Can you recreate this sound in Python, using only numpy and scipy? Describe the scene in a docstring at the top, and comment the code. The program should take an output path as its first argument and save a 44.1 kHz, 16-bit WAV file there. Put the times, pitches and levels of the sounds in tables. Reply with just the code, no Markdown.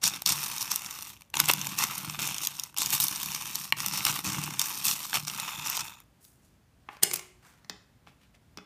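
"""In the bass-heavy air of a small room, a wooden spatula stirs hard wax beads in a warmer's metal pot.
From the start, strokes bite and mostly fade: swarms of collisions rustle, packed beads crunch and snap,
the pot rumbles and thumps in its low modes, and the blade now and then knocks on its wall.
After 5 s the flat of the blade rubs the beads, and the stirring stops near 6 s. The spatula lifts off with
soft swishes, light taps on the housing follow, and a hard clack at 7 s sets the shell ringing; a hand brushes past."""
import sys
import numpy as np
from scipy import signal
from scipy.fft import rfft, irfft
from scipy.io import wavfile
from scipy.ndimage import uniform_filter1d

SR = 44100
rng = np.random.default_rng(int(sys.argv[2]) if len(sys.argv) > 2 else 0)


def wrap_up_sound(samples):
    """Save the sound to the file named by the first command line argument, as 16-bit audio."""
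    columns = np.atleast_2d(samples).T
    # keep every value between -1 and 1, then stretch to whole-number steps
    tamed = np.clip(columns, -1, 1)
    steps = np.round(tamed * 32767).astype(np.int16)
    wavfile.write(sys.argv[1], SR, steps)


N = 381465
T = np.arange(N) / SR
TICKS = np.arange(0, N / SR, .001)  # coarse time grid for the levels, in s
FILTER_SIZE = 4096
FREQS = np.maximum(np.fft.rfftfreq(FILTER_SIZE, 1 / SR), 1)
# hollow sound lies below the first edge, sparkle above the second
ZONE_EDGES_HZ = (3500, 9000)


def amp(db):
    """Level law: 20 dB is a factor of ten in amplitude."""
    return 10 ** (np.asarray(db) / 20)


def unit(x):
    """Energy normalisation: scale the sum of squares to 1."""
    return x / np.sqrt(np.sum(x ** 2))


def through(x, impulse):
    """Linear filtering: convolve a sound with an impulse response."""
    return signal.oaconvolve(x, impulse)[:len(x)]


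def add(out, s, x):
    """Superposition: mix x into out at time s."""
    i = int(s * SR)
    out[i:i + len(x)] += x[:max(N - i, 0)]


def colour(points, peaks=()):
    """Spectral envelope: dB over FREQS from (f/Hz, level/dB) points and (f/Hz, width/Hz, level/dB) resonances."""
    hz, db = np.transpose(points)
    gain_db = np.interp(np.log(FREQS), np.log(hz), db)
    for f, width, peak_db in peaks:
        gain_db = gain_db + peak_db / (1 + (2 * (FREQS - f) / width) ** 2)
    return gain_db


def response(db):
    """Minimum phase: folding the cepstrum gives a causal impulse response, here of energy 1."""
    cepstrum = irfft(np.log(amp(db)))
    cepstrum[1:FILTER_SIZE // 2] *= 2
    cepstrum[FILTER_SIZE // 2 + 1:] = 0
    return unit(irfft(np.exp(rfft(cepstrum))))


def zones(db):
    """Band splitting: impulse responses for the hollow, middle and sparkling parts of a colour."""
    low, high = (1 / (1 + (FREQS / edge) ** 10) for edge in ZONE_EDGES_HZ)
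    shares = (low, high - low, 1 - high)
    return [response(db + 10 * np.log10(share + 1e-7)) for share in shares]


def ring(modes, length_s):
    """Modal sum: exponentially decaying sines of alternating sign, from (f/Hz, level/dB, t60/s)."""
    t = np.arange(int(length_s * SR)) / SR
    total = 0
    for k, (hz, db, t60) in enumerate(modes):
        total = total + amp(db - 60 * t / t60) * np.sin(2 * np.pi * hz * t) * (-1) ** k
    return unit(total)


def walk(rate):
    """Random modulation: smoothed noise steps, rate per second, with standard deviation 1."""
    k = int(SR / rate)
    steps = np.repeat(rng.standard_normal(N // k + 1), k)
    x = uniform_filter1d(steps, k)[:N]
    return x / x.std()


def grains(rate, spread_db, decay_s):
    """Shot noise: the envelope of a swarm of tiny, uneven collisions, with a steady mean power."""
    sizes = amp(spread_db * np.minimum(rng.standard_normal(N), 2)) ** 2
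    hits = (rng.random(N) < rate / SR) * sizes
    power = signal.lfilter([1], [1, -np.exp(-2 / (decay_s * SR))], hits) + 1e-9
    mean_power = uniform_filter1d(power, size=2200)
    return np.sqrt(power / np.maximum(mean_power, 1e-9))


def burst(shape):
    """Impulsive excitation: a brief crack of the given envelope, its energy spread evenly over frequency."""
    spectrum = rfft(shape * rng.standard_normal(len(shape)))
    local_power = uniform_filter1d(np.abs(spectrum) ** 2, size=44)
    return irfft(spectrum / np.sqrt(local_power), len(shape))


def drift(db_spread, width_hz):
    """Spectral irregularity: a random, smooth ripple over FREQS, so that no two contacts ring alike."""
    return db_spread * np.interp(FREQS, np.arange(40) * width_hz, rng.standard_normal(40))


def contacts(table, body_db, rise_s, decay_s, chatter_s, chatter_db, ripple_db, grind, lean):
    """Impact excitation: each contact may grind for an instant, cracks, and leaves a weaker chatter behind."""
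    lead_s = .008  # room for the grind before the crack
    t = np.arange(SR // 30) / SR - lead_s
    after = np.maximum(t, 0)
    crack_shape = (1 - np.exp(-after / rise_s)) * np.exp(-after / decay_s)
    chatter = amp(chatter_db) * np.exp(-np.abs(t) / chatter_s) * np.where(t < 0, grind, 1)
    shape = crack_shape + chatter
    window = np.sqrt(.004 * SR)  # levels refer to the energy spread over 4 ms
    octaves = np.log2(np.clip(FREQS, 700, 5000) / 700)
    out = np.zeros(N)
    for s, db, hollow_db, sparkle_db, *_ in table:
        shares = unit(amp([hollow_db, 0, sparkle_db]))
        # with lean above 0, hollow contacts lean towards the lowest resonances
        tilt_db = lean * max(hollow_db, 0) * octaves
        parts = zones(body_db + drift(ripple_db, width_hz=550) - tilt_db)
        crack = sum(g * unit(through(burst(shape), part)) for g, part in zip(shares, parts))
        add(out, s - lead_s, amp(db) * window * crack)
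    return out


# Colour of the air of the room: f/Hz, relative level/dB
AIR_COLOUR = [(20, -26.5), (32, -18.5), (50, 0.5), (150, -1), (220, -5.5), (430, -16), (770, -17.5),
              (1800, -22.5), (4000, -28), (12800, -34), (15000, -35.5)]


def room_tone():
    """Stationary noise: the quiet, bass-heavy air of the room, wandering slightly in level."""
    air = through(rng.standard_normal(N), response(colour(AIR_COLOUR)))
    return air * amp(-63 + .5 * walk(14.0))


def room(x, wet_db, t60_s, treble_t60_s, treble_db):
    """Diffuse reverberation: a tail of decaying noise in which the treble dies sooner."""
    t = np.arange(SR) / SR
    decays_s = (t60_s, (t60_s + treble_t60_s) / 2, treble_t60_s)
    levels_db = (0, treble_db / 2, treble_db)
    tail = 0
    for part, t60, db in zip(zones(0 * FREQS), decays_s, levels_db):
        tail = tail + through(rng.standard_normal(SR), part) * amp(db - 60 * t / t60)
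    onset = np.clip(t / 0.0033 - .5, 0, 1)
    return x + amp(wet_db) * through(x, unit(tail * onset))


def push(start, length, attack_s, release_s, fade_db=0):
    """Driven envelope over TICKS: a push bites, changes by -fade_db per s, and dies when the blade stops."""
    t = TICKS - start
    attack = np.clip(t / attack_s, 0, 1)
    fade = amp(-fade_db * np.clip(t, 0, length))
    return attack * fade * np.exp(-np.maximum(t - length, 0) / release_s)


# Strokes of the spatula through the beads; shares are relative to the middle zone, a negative fade swells:
# t/s, length/s, rustle level/dB, fade/(dB/s), hollow share/dB, sparkle share/dB, rumble level/dB
STROKE_EVENTS = [(0.012, 0.15, -43.5, 11, 1.5, -3, -50.5), (0.254, .846, -37, 14.5, -1, -0.5, -50.5),
                 (1.345, 0.39, -42, 5.5, 1, -0.5, -44.5), (1.765, 0.51, -40.5, 19, 2, 0.5, -46),
                 (2.19, 0.46, -36, 36, -0.5, -1, -44), (2.774, .875, -37.5, 7, -2.5, 0, -49),
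                 (3.763, 0.41, -43, -10, 0.5, 0.5, -49.5), (4.237, 0.31, -36, 29.5, 0.5, -2.5, -37),
                 (4.578, 0.62, -39.5, 7, -3, 0, -53.5), (5.268, 0.61, -45, 7.5, 1, 1.5, -53)]
STROKE_ATTACK_S, STROKE_RELEASE_S = 0.0092, 0.046
# Packed beads give way in a crunch: t/s, length/s, level/dB, hollow share/dB, sparkle share/dB
CRUNCH_EVENTS = [(0.028, 0.051, -27.5, -9.5, -5.5), (0.257, .068, -27, -11.5, -6.5),
                 (0.6, 0.021, -33, -16, -2), (0.698, 0.026, -35, -5.5, -2), (1.334, 0.025, -41.5, 1, -6.5),
                 (1.388, 0.0061, -29, 2, -2.5), (1.477, 0.018, -30, 2.5, 2), (1.778, 0.065, -31, -3, -3),
                 (2.244, 0.051, -39.5, -5, -16), (2.409, 0.048, -37.5, -10, -1),
                 (2.787, 0.041, -32.5, -28, -6.5), (2.92, 0.031, -31.5, -3.5, 3.5),
                 (2.999, .043, -32, -12, 3.5), (3.52, 0.054, -41, -12.5, -5.5),
                 (3.919, 0.064, -34.5, -5.5, -4.5), (4.058, 0.042, -30.5, -0.5, -2),
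                 (4.587, 0.055, -39, -5.5, -18.5), (4.836, 0.095, -31, -10, 0.5),
                 (5.134, 0.03, -30.5, -0.5, -1.5), (5.265, .025, -39, -7, -17), (5.64, 0.17, -37, -5, -8)]
CRUNCH_ATTACK_S, CRUNCH_RELEASE_S, CRUNCH_RUMBLE_DB = .009, .015, -20


def stirring():
    """Power addition: strokes and crunches sum to levels in dB of hollow, middle, sparkle and pot rumble."""
    power = 1e-12
    for s, length, db, fade_db, hollow_db, sparkle_db, rumble_db in STROKE_EVENTS:
        envelope = push(s, length, STROKE_ATTACK_S, STROKE_RELEASE_S, fade_db)
        levels = amp([db + hollow_db, db, db + sparkle_db, rumble_db])
        power = power + np.outer(levels, envelope) ** 2
    for s, length, db, hollow_db, sparkle_db in CRUNCH_EVENTS:
        envelope = push(s, length, CRUNCH_ATTACK_S, CRUNCH_RELEASE_S)
        levels = amp(db) * amp([hollow_db, 0, sparkle_db, CRUNCH_RUMBLE_DB])
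        power = power + np.outer(levels, envelope) ** 2
    return 10 * np.log10(power)


# Colour of the beads in the pot: f/Hz, relative level/dB
BEAD_COLOUR = [(40, -46), (300, -14.5), (520, -18.5), (700, -11), (860, 0), (1200, 0.5), (1700, -7),
               (2100, -4), (2600, -3.5), (4700, -5), (5700, 1), (7600, -3.5), (10300, -7.5), (13000, -2),
               (15500, -9)]
# Resonances of the pot: f/Hz, width/Hz, level/dB
POT_RESONANCES = [(2635, 570, 6), (3640, 160, 5), (4390, 76, 4.5), (5510, 450, 2.5), (8850, 790, 4)]


def rustle(levels_db, gain_db, flicker_db, clumps_per_s, clump_db):
    """Granular friction: beads tumble and slide over each other, with fewer collisions in a weaker push."""
    clumps_db = clump_db * np.clip(walk(clumps_per_s), -2, 1)  # the beads move in fits and starts
    levels_db = [np.interp(T, TICKS, db) + clumps_db for db in levels_db]
    collisions_per_s = np.clip(750 * amp(.4 * (levels_db[1] + 40)), 250, 1300)
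    # a constant floor joins the separate ticks
    swarm = np.hypot(grains(collisions_per_s, spread_db=4.5, decay_s=0.0013), amp(-4))
    out = 0
    for level_db, part in zip(levels_db, zones(colour(BEAD_COLOUR, POT_RESONANCES))):
        # each zone flickers by itself, so the brightness keeps changing
        force = swarm * amp(flicker_db * walk(400)) * rng.standard_normal(N)
        out = out + through(force * amp(level_db + gain_db), part)
    return out


# Colour of the pot's rumble: f/Hz, relative level/dB
RUMBLE_COLOUR = [(25, -49.5), (60, -16), (100, -9.5), (148, 4), (168, -6.5), (188, 3.5), (240, -12),
                 (298, -6), (420, -24), (800, -32)]


def rumble(level_db):
    """Structure-borne sound: the push of the blade reaches the pot as dull, uneven bumps."""
    force = grains(rate=140, spread_db=4.5, decay_s=0.0096) * rng.standard_normal(N)
    return through(force * amp(np.interp(T, TICKS, level_db)), response(colour(RUMBLE_COLOUR)))


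def pot_walls(x):
    """Comb filtering: short echoes off blade and wall shift as the beads move, varying the colour."""
    out = x
    for lag_s, sway_s, share in ((.00022, .00005, .17), (.0013, .0002, -.2)):
        out = out + share * np.interp(T - lag_s - sway_s * walk(4), T, x)
    return out


# Beads snapping free or hitting the pot; shares are relative to the middle zone:
# t/s, level/dB before gain, hollow share/dB, sparkle share/dB
SNAP_EVENTS = [(0.0401, -19, -14.5, -9.5), (0.1367, -33, 3, -9), (0.22, -29.5, -3, 4),
               (0.261, -16.5, -20, -5), (0.297, -34, -10, -9.5), (0.4382, -29, -11, -17),
               (0.5812, -28.5, -23, -2), (0.7163, -22.5, -10, -9), (0.7592, -20.5, -20, 1.5),
               (0.8614, -32.5, -9, -12), (0.9092, -32.5, -10, -2), (1.0235, -33, -11.5, 2.5),
               (1.209, -48.5, 1, 3), (1.2195, -45, 3, 1), (1.301, -52, -6.5, 6.5), (1.341, -27.5, 8, -8),
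               (1.354, -31, -4.5, -4.5), (1.3693, -22.5, -3, -10), (1.4008, -10.5, -5.5, 1.5),
               (1.4421, -32, -17, -1.5), (1.457, -27, -10, -4), (1.4865, -19, -14, 3.5),
               (1.4997, -15.5, 11, -6), (1.5129, -19.5, -10, 4), (1.5355, -19, -8.5, 1),
               (1.614, -25.5, -6.5, -10), (1.6694, -26.5, -4.5, .5), (1.7877, -22, -7.5, -2),
               (1.9799, -27, -14, 19), (2.0977, -30, -2, -11), (2.1908, -28.5, 1, -14),
               (2.3442, -30, -10, -5), (2.3823, -28, -22, -8), (2.4501, -28, -25, -5),
               (2.4712, -20, -13, 1), (2.5966, -25.5, -26, -4), (2.6358, -29, -27, -5),
               (2.7434, -44.5, 4, 4), (2.7655, -34, 3, -6), (2.7736, -27.5, -10, -8),
               (2.7844, -21.5, -16, 4), (2.8602, -22, -28, -6), (2.9039, -23, -17, 3),
               (3.0013, -20, -8.5, 2), (3.0397, -19, -17, 8.5), (3.0826, -22, -18, 1),
               (3.1593, -30, -11, -11.5), (3.2304, -27, -9, 2), (3.2593, -27.5, -7.5, 4),
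               (3.348, -26.5, -7, -4.5), (3.4753, -34.5, -6.5, -0.5), (3.5553, -22, -16, 0),
               (3.8032, -26, -3.5, -5), (3.8619, -20.5, -6, 3), (3.8833, -27, -5.5, -2.5),
               (4.0513, -17, -6, 1), (4.067, -25, 8, 7), (4.1902, -29, 3, 4), (4.4376, -28, -12, -1),
               (4.5944, -18.5, -24, -2), (4.6152, -20, -11, -2), (4.8527, -20.5, 5, 15),
               (4.8671, -24.5, -14, -2.5), (4.8827, -20, -17, -2), (4.912, -22, -7, -6),
               (5.1305, -25, 9, -3), (5.155, -23.5, 3, -6), (5.25, -36.5, -8, -9), (5.2816, -28.5, -14, -7),
               (5.2989, -30.5, 0, -8), (5.3991, -26.5, -6, -2), (5.4818, -31.5, 7, -4),
               (5.699, -24, -14, 7), (5.8074, -34, -20, -11), (6.002, -48, 8, 13)]


def snaps(table):
    """Sudden release: jammed beads crack free with the colour of the pot."""
    return contacts(table, colour(BEAD_COLOUR, POT_RESONANCES), rise_s=0.00047, decay_s=0.00048,
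                    chatter_s=0.0026, chatter_db=-21, ripple_db=4.5, grind=.25, lean=0)


# Lesser snaps come by chance: rate per s, level above the rustle in dB, unevenness in dB
STRAY_PER_S, STRAY_DB, STRAY_SPREAD_DB = 20, 5, 3


def stray_snaps(rustle_db, hollow_db, sparkle_db, colour_spread_db):
    """Random point process: rows like SNAP_EVENTS for lesser snaps, whose level follows the push."""
    first, last = STROKE_EVENTS[0][0], STROKE_EVENTS[-1][0] + STROKE_EVENTS[-1][1]
    chance = rng.standard_normal((int(STRAY_PER_S * (last - first)), 4))
    times = first + (np.arange(len(chance)) + 2 * chance[:, 0]) / STRAY_PER_S
    rows = []
    for s, (_, size, hollow, sparkle) in zip(times, chance):
        if first < s < last:
            level_db = np.interp(s, TICKS, rustle_db) + STRAY_DB + STRAY_SPREAD_DB * min(size, 1)
            rows.append((s, level_db, hollow_db + colour_spread_db * hollow,
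                         sparkle_db + colour_spread_db * sparkle))
    return rows


# The jammed blade lurches and bumps the pot: t/s, level/dB before gain
BUMP_EVENTS = [(0.316, -37), (1.371, -39), (1.425, -37), (1.5, -37), (2.071, -32.5), (2.18, -38.5),
               (3.725, -39.5), (4.262, -30.5), (4.377, -28.5), (4.462, -38.5), (5.17, -38), (5.224, -40),
               (5.576, -38.5)]
# Low modes of the pot: f/Hz, relative level/dB, t60/s
LOW_POT_MODES = [(84.3, -9.5, .14), (116, -5, 0.15), (150, -2.5, 0.49), (190.5, -2.5, 0.13), (307, -7, .12)]


def bumps(gain_db):
    """Modal excitation: each lurch of the blade thumps the low modes of the pot."""
    out = np.zeros(N)
    for s, db in BUMP_EVENTS:
        add(out, s, amp(db + gain_db) * ring(LOW_POT_MODES, .25))
    return out


# The spatula knocks on the pot: t/s, level/dB before gain
KNOCK_EVENTS = [(1.3397, -22.5), (3.7236, -6.5), (5.1546, -42)]
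# Modes of the knock: f/Hz, relative level/dB, t60/s
WOOD_MODES = [(905, -14, 0.028), (1110, -15, 0.042), (1865, -4, 0.012), (2290, -2, 0.017), (2830, 0, 0.015),
              (3220, -4, 0.007), (4200, -6.5, 0.012), (5600, -14.5, 0.0077), (7450, -11.5, 0.0051),
              (12100, -6.5, .004)]


def knocks(gain_db):
    """Damped impact: the wooden blade strikes the pot wall and its modes die within milliseconds."""
    out = np.zeros(N)
    for s, db in KNOCK_EVENTS:
        add(out, s, amp(db + gain_db) * ring(WOOD_MODES, .06))
    return out


# The flat of the blade smooths the beads: t/s, level/dB
SMOOTHING_LEVELS = [(5.26, -72), (5.4, -39), (5.6, -42.5), (5.75, -41.5), (5.9, -49), (6.02, -63),
                    (6.05, -101)]
# Resonances of the blade: f/Hz, width/Hz, level/dB
BLADE_RESONANCES = [(900, 150, 10), (1250, 320, 8.6), (2560, 362, 17), (3580, 580, 16), (7040, 700, 18)]


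def smoothing():
    """Friction-driven resonance: beads rub along the flat of the blade and set the wood ringing."""
    level_db = np.interp(T, *np.transpose(SMOOTHING_LEVELS), left=-120, right=-120)
    rub = grains(rate=500, spread_db=3.5, decay_s=.0012) * rng.standard_normal(N)
    wood_db = colour([(400, -18), (900, 7.0), (7000, -6), (15000, -7)], BLADE_RESONANCES)
    return through(rub * amp(level_db), response(wood_db))


# Soft swishes: the spatula lifts off, then a hand brushes past: t/s, rise/s, fall/s, level/dB, centre f/Hz
SWISH_EVENTS = [(6.25, .035, 0.072, -58, 9450), (6.45, 0.032, .06, -68.5, 7000),
                (6.95, 0.057, 0.035, -54.5, 1200), (7.458, 0.03, 0.11, -58.5, 1230),
                (7.481, 0.045, 0.065, -63, 6450), (8.084, 0.014, 0.028, -61.5, 2290),
                (8.231, 0.026, 0.045, -65, 2270), (8.354, 0.012, 0.012, -63.5, 2570)]


def swishes(slope_db):
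    """Band-limited friction noise: soft, broad swishes swell and fade, catching slightly as they slide."""
    out = np.zeros(N)
    t = np.arange(-SR // 2, SR // 2) / SR
    catching = np.hypot(grains(rate=400, spread_db=4, decay_s=.002), 1) / np.sqrt(2)
    for s, rise, fall, db, hz in SWISH_EVENTS:
        swell = np.exp(-(np.minimum(t, 0) / rise) ** 2 - np.maximum(t, 0) / fall)
        band = response(-slope_db * np.log(1 + np.log2(FREQS / hz) ** 2))
        add(out, s + t[0], amp(db) * swell * through(rng.standard_normal(len(t)), band))
    return out * catching


# Light taps on the plastic housing; levels before gain, thud share relative to the tap:
# t/s, level/dB, hollow share/dB, sparkle share/dB, thud share/dB
TAP_EVENTS = [(6.2497, -50, -11, 6, -25), (6.8880, -34, 24, -21, -33), (6.9380, -62, 20, -11, -22),
              (6.9683, -47.5, 6, -5, -25), (7.646, -52.5, 0, -14, -25), (7.6967, -30.5, -4.5, -12, -11),
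              (8.067, -61, 5.5, -10.5, -14), (8.0719, -47.5, 17, -12.5, -8), (8.3455, -61, 15, -13, -25),
              (8.3590, -64, 8, -15, -27), (8.5730, -37.5, -3, -12, -3), (8.585, -43.5, 10.5, -16, -15)]
# Colour of the housing: f/Hz, relative level/dB
HOUSING_COLOUR = [(100, -28.5), (300, -14), (500, -4), (750, 0), (1100, -1), (1600, -0.5), (2500, -1.5),
                  (3500, -7.5), (5500, -4), (7500, -16.5), (10000, -21), (15000, -18.5)]
# Modes of the housing: f/Hz, relative level/dB, t60/s
HOUSING_BODY_MODES = [(188, -2.5, 0.38), (235, -6, 0.11), (312, 0, 0.068), (410, -1.5, .08),
                      (2550, -5, 0.13), (3450, -4.5, 0.11)]


def taps(gain_db, thud_db):
    """Impact and modal response: light taps tick on the housing and set its hollow body going."""
    thuds = np.zeros(N)
    for s, db, _, _, share_db in TAP_EVENTS:
        add(thuds, s, amp(db + share_db + thud_db) * ring(HOUSING_BODY_MODES, .5))
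    ticks = contacts(TAP_EVENTS, colour(HOUSING_COLOUR), rise_s=.0004, decay_s=.0012,
                     chatter_s=.005, chatter_db=-19, ripple_db=1.5, grind=0, lean=.15)
    return thuds + amp(gain_db) * ticks


# A hard clack and its rebounds: t/s, level/dB before gain, hollow share/dB, sparkle share/dB
CLACK_EVENTS = [(7.0258, -32.5, 7, -6), (7.0335, -7.5, -9.5, 3.5), (7.047, -32, 1, -2),
                (7.072, -46, -3, -7), (7.113, -28.5, -2, -10), (7.1355, -21.5, -5, 7),
                (7.1395, -20, -5.5, 6.5), (7.159, -25, -12, 3.5), (7.1712, -35, -2, 3),
                (7.1932, -35, -1, -7)]
# Colour of the warmer's shell: f/Hz, relative level/dB
SHELL_COLOUR = [(80, -19.5), (180, 2.5), (260, -17.5), (370, 6), (520, -9), (750, -3.5), (1500, -4.5),
                (2200, -1), (4000, -3.5), (5500, 2), (9000, 1.5), (15000, -2.5)]
# Modes of the shell: f/Hz, relative level/dB, t60/s
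SHELL_RING_MODES = [(367, -11, 0.82), (1050, -1, .4), (1520, -5, .35), (2080, 0, .4), (2170, -7, 0.33),
                    (2760, -11.5, .4), (3330, -7.5, 0.34), (4670, -6, 0.27), (5160, -2, .3),
                    (5900, -6.5, .3), (7068, -9.5, .3), (9150, -2.5, .3)]


def clack(gain_db, ring_db):
    """Rebounding impact: each blow buzzes briefly and excites the modes of the shell, which ring on."""
    blows = contacts(CLACK_EVENTS, colour(SHELL_COLOUR), rise_s=0.00063, decay_s=0.0012,
                     chatter_s=0.0029, chatter_db=-6, ripple_db=2.5, grind=0.65, lean=0)
    hits = amp(gain_db) * blows
    return hits + amp(ring_db) * through(hits, ring(SHELL_RING_MODES, .8))


def scene():
    """Direct and reverberant sound: the stirred pot close by, then the warmer handled, in a small room."""
    hollow_db, middle_db, sparkle_db, rumble_db = stirring()
    beads = rustle((hollow_db, middle_db, sparkle_db), gain_db=-2.0, flicker_db=2.0,
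                   clumps_per_s=45, clump_db=0.9)
    beads = beads + amp(-0.5) * snaps(SNAP_EVENTS)
    beads = beads + snaps(stray_snaps(middle_db, hollow_db=-7.5, sparkle_db=-1.5, colour_spread_db=3.5))
    pot = pot_walls(beads) + rumble(rumble_db) + bumps(gain_db=24.5) + knocks(gain_db=14.0) + smoothing()
    # the pot faces the microphone, while the warmer's body is heard more through the room
    near = room(pot, wet_db=-22, t60_s=.36, treble_t60_s=.28, treble_db=-2)
    body = taps(gain_db=-0.5, thud_db=23.5) + clack(gain_db=-1, ring_db=-20.0)
    far = room(body, wet_db=-12.0, t60_s=0.45, treble_t60_s=0.37, treble_db=-7.5)
    return (near + far + swishes(slope_db=8.5) + room_tone())[None]


def record(dry):
    """Peak limiting and low-pass: the highest peaks are held below full scale, the treble ends above 15.3 kHz."""
    limited = np.clip(dry, -.62, .62)
    lowpass = signal.ellip(10, .2, 70, 15300, fs=SR, output="sos")
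    return signal.sosfilt(lowpass, limited)


dry = scene()
out = record(dry)
wrap_up_sound(out)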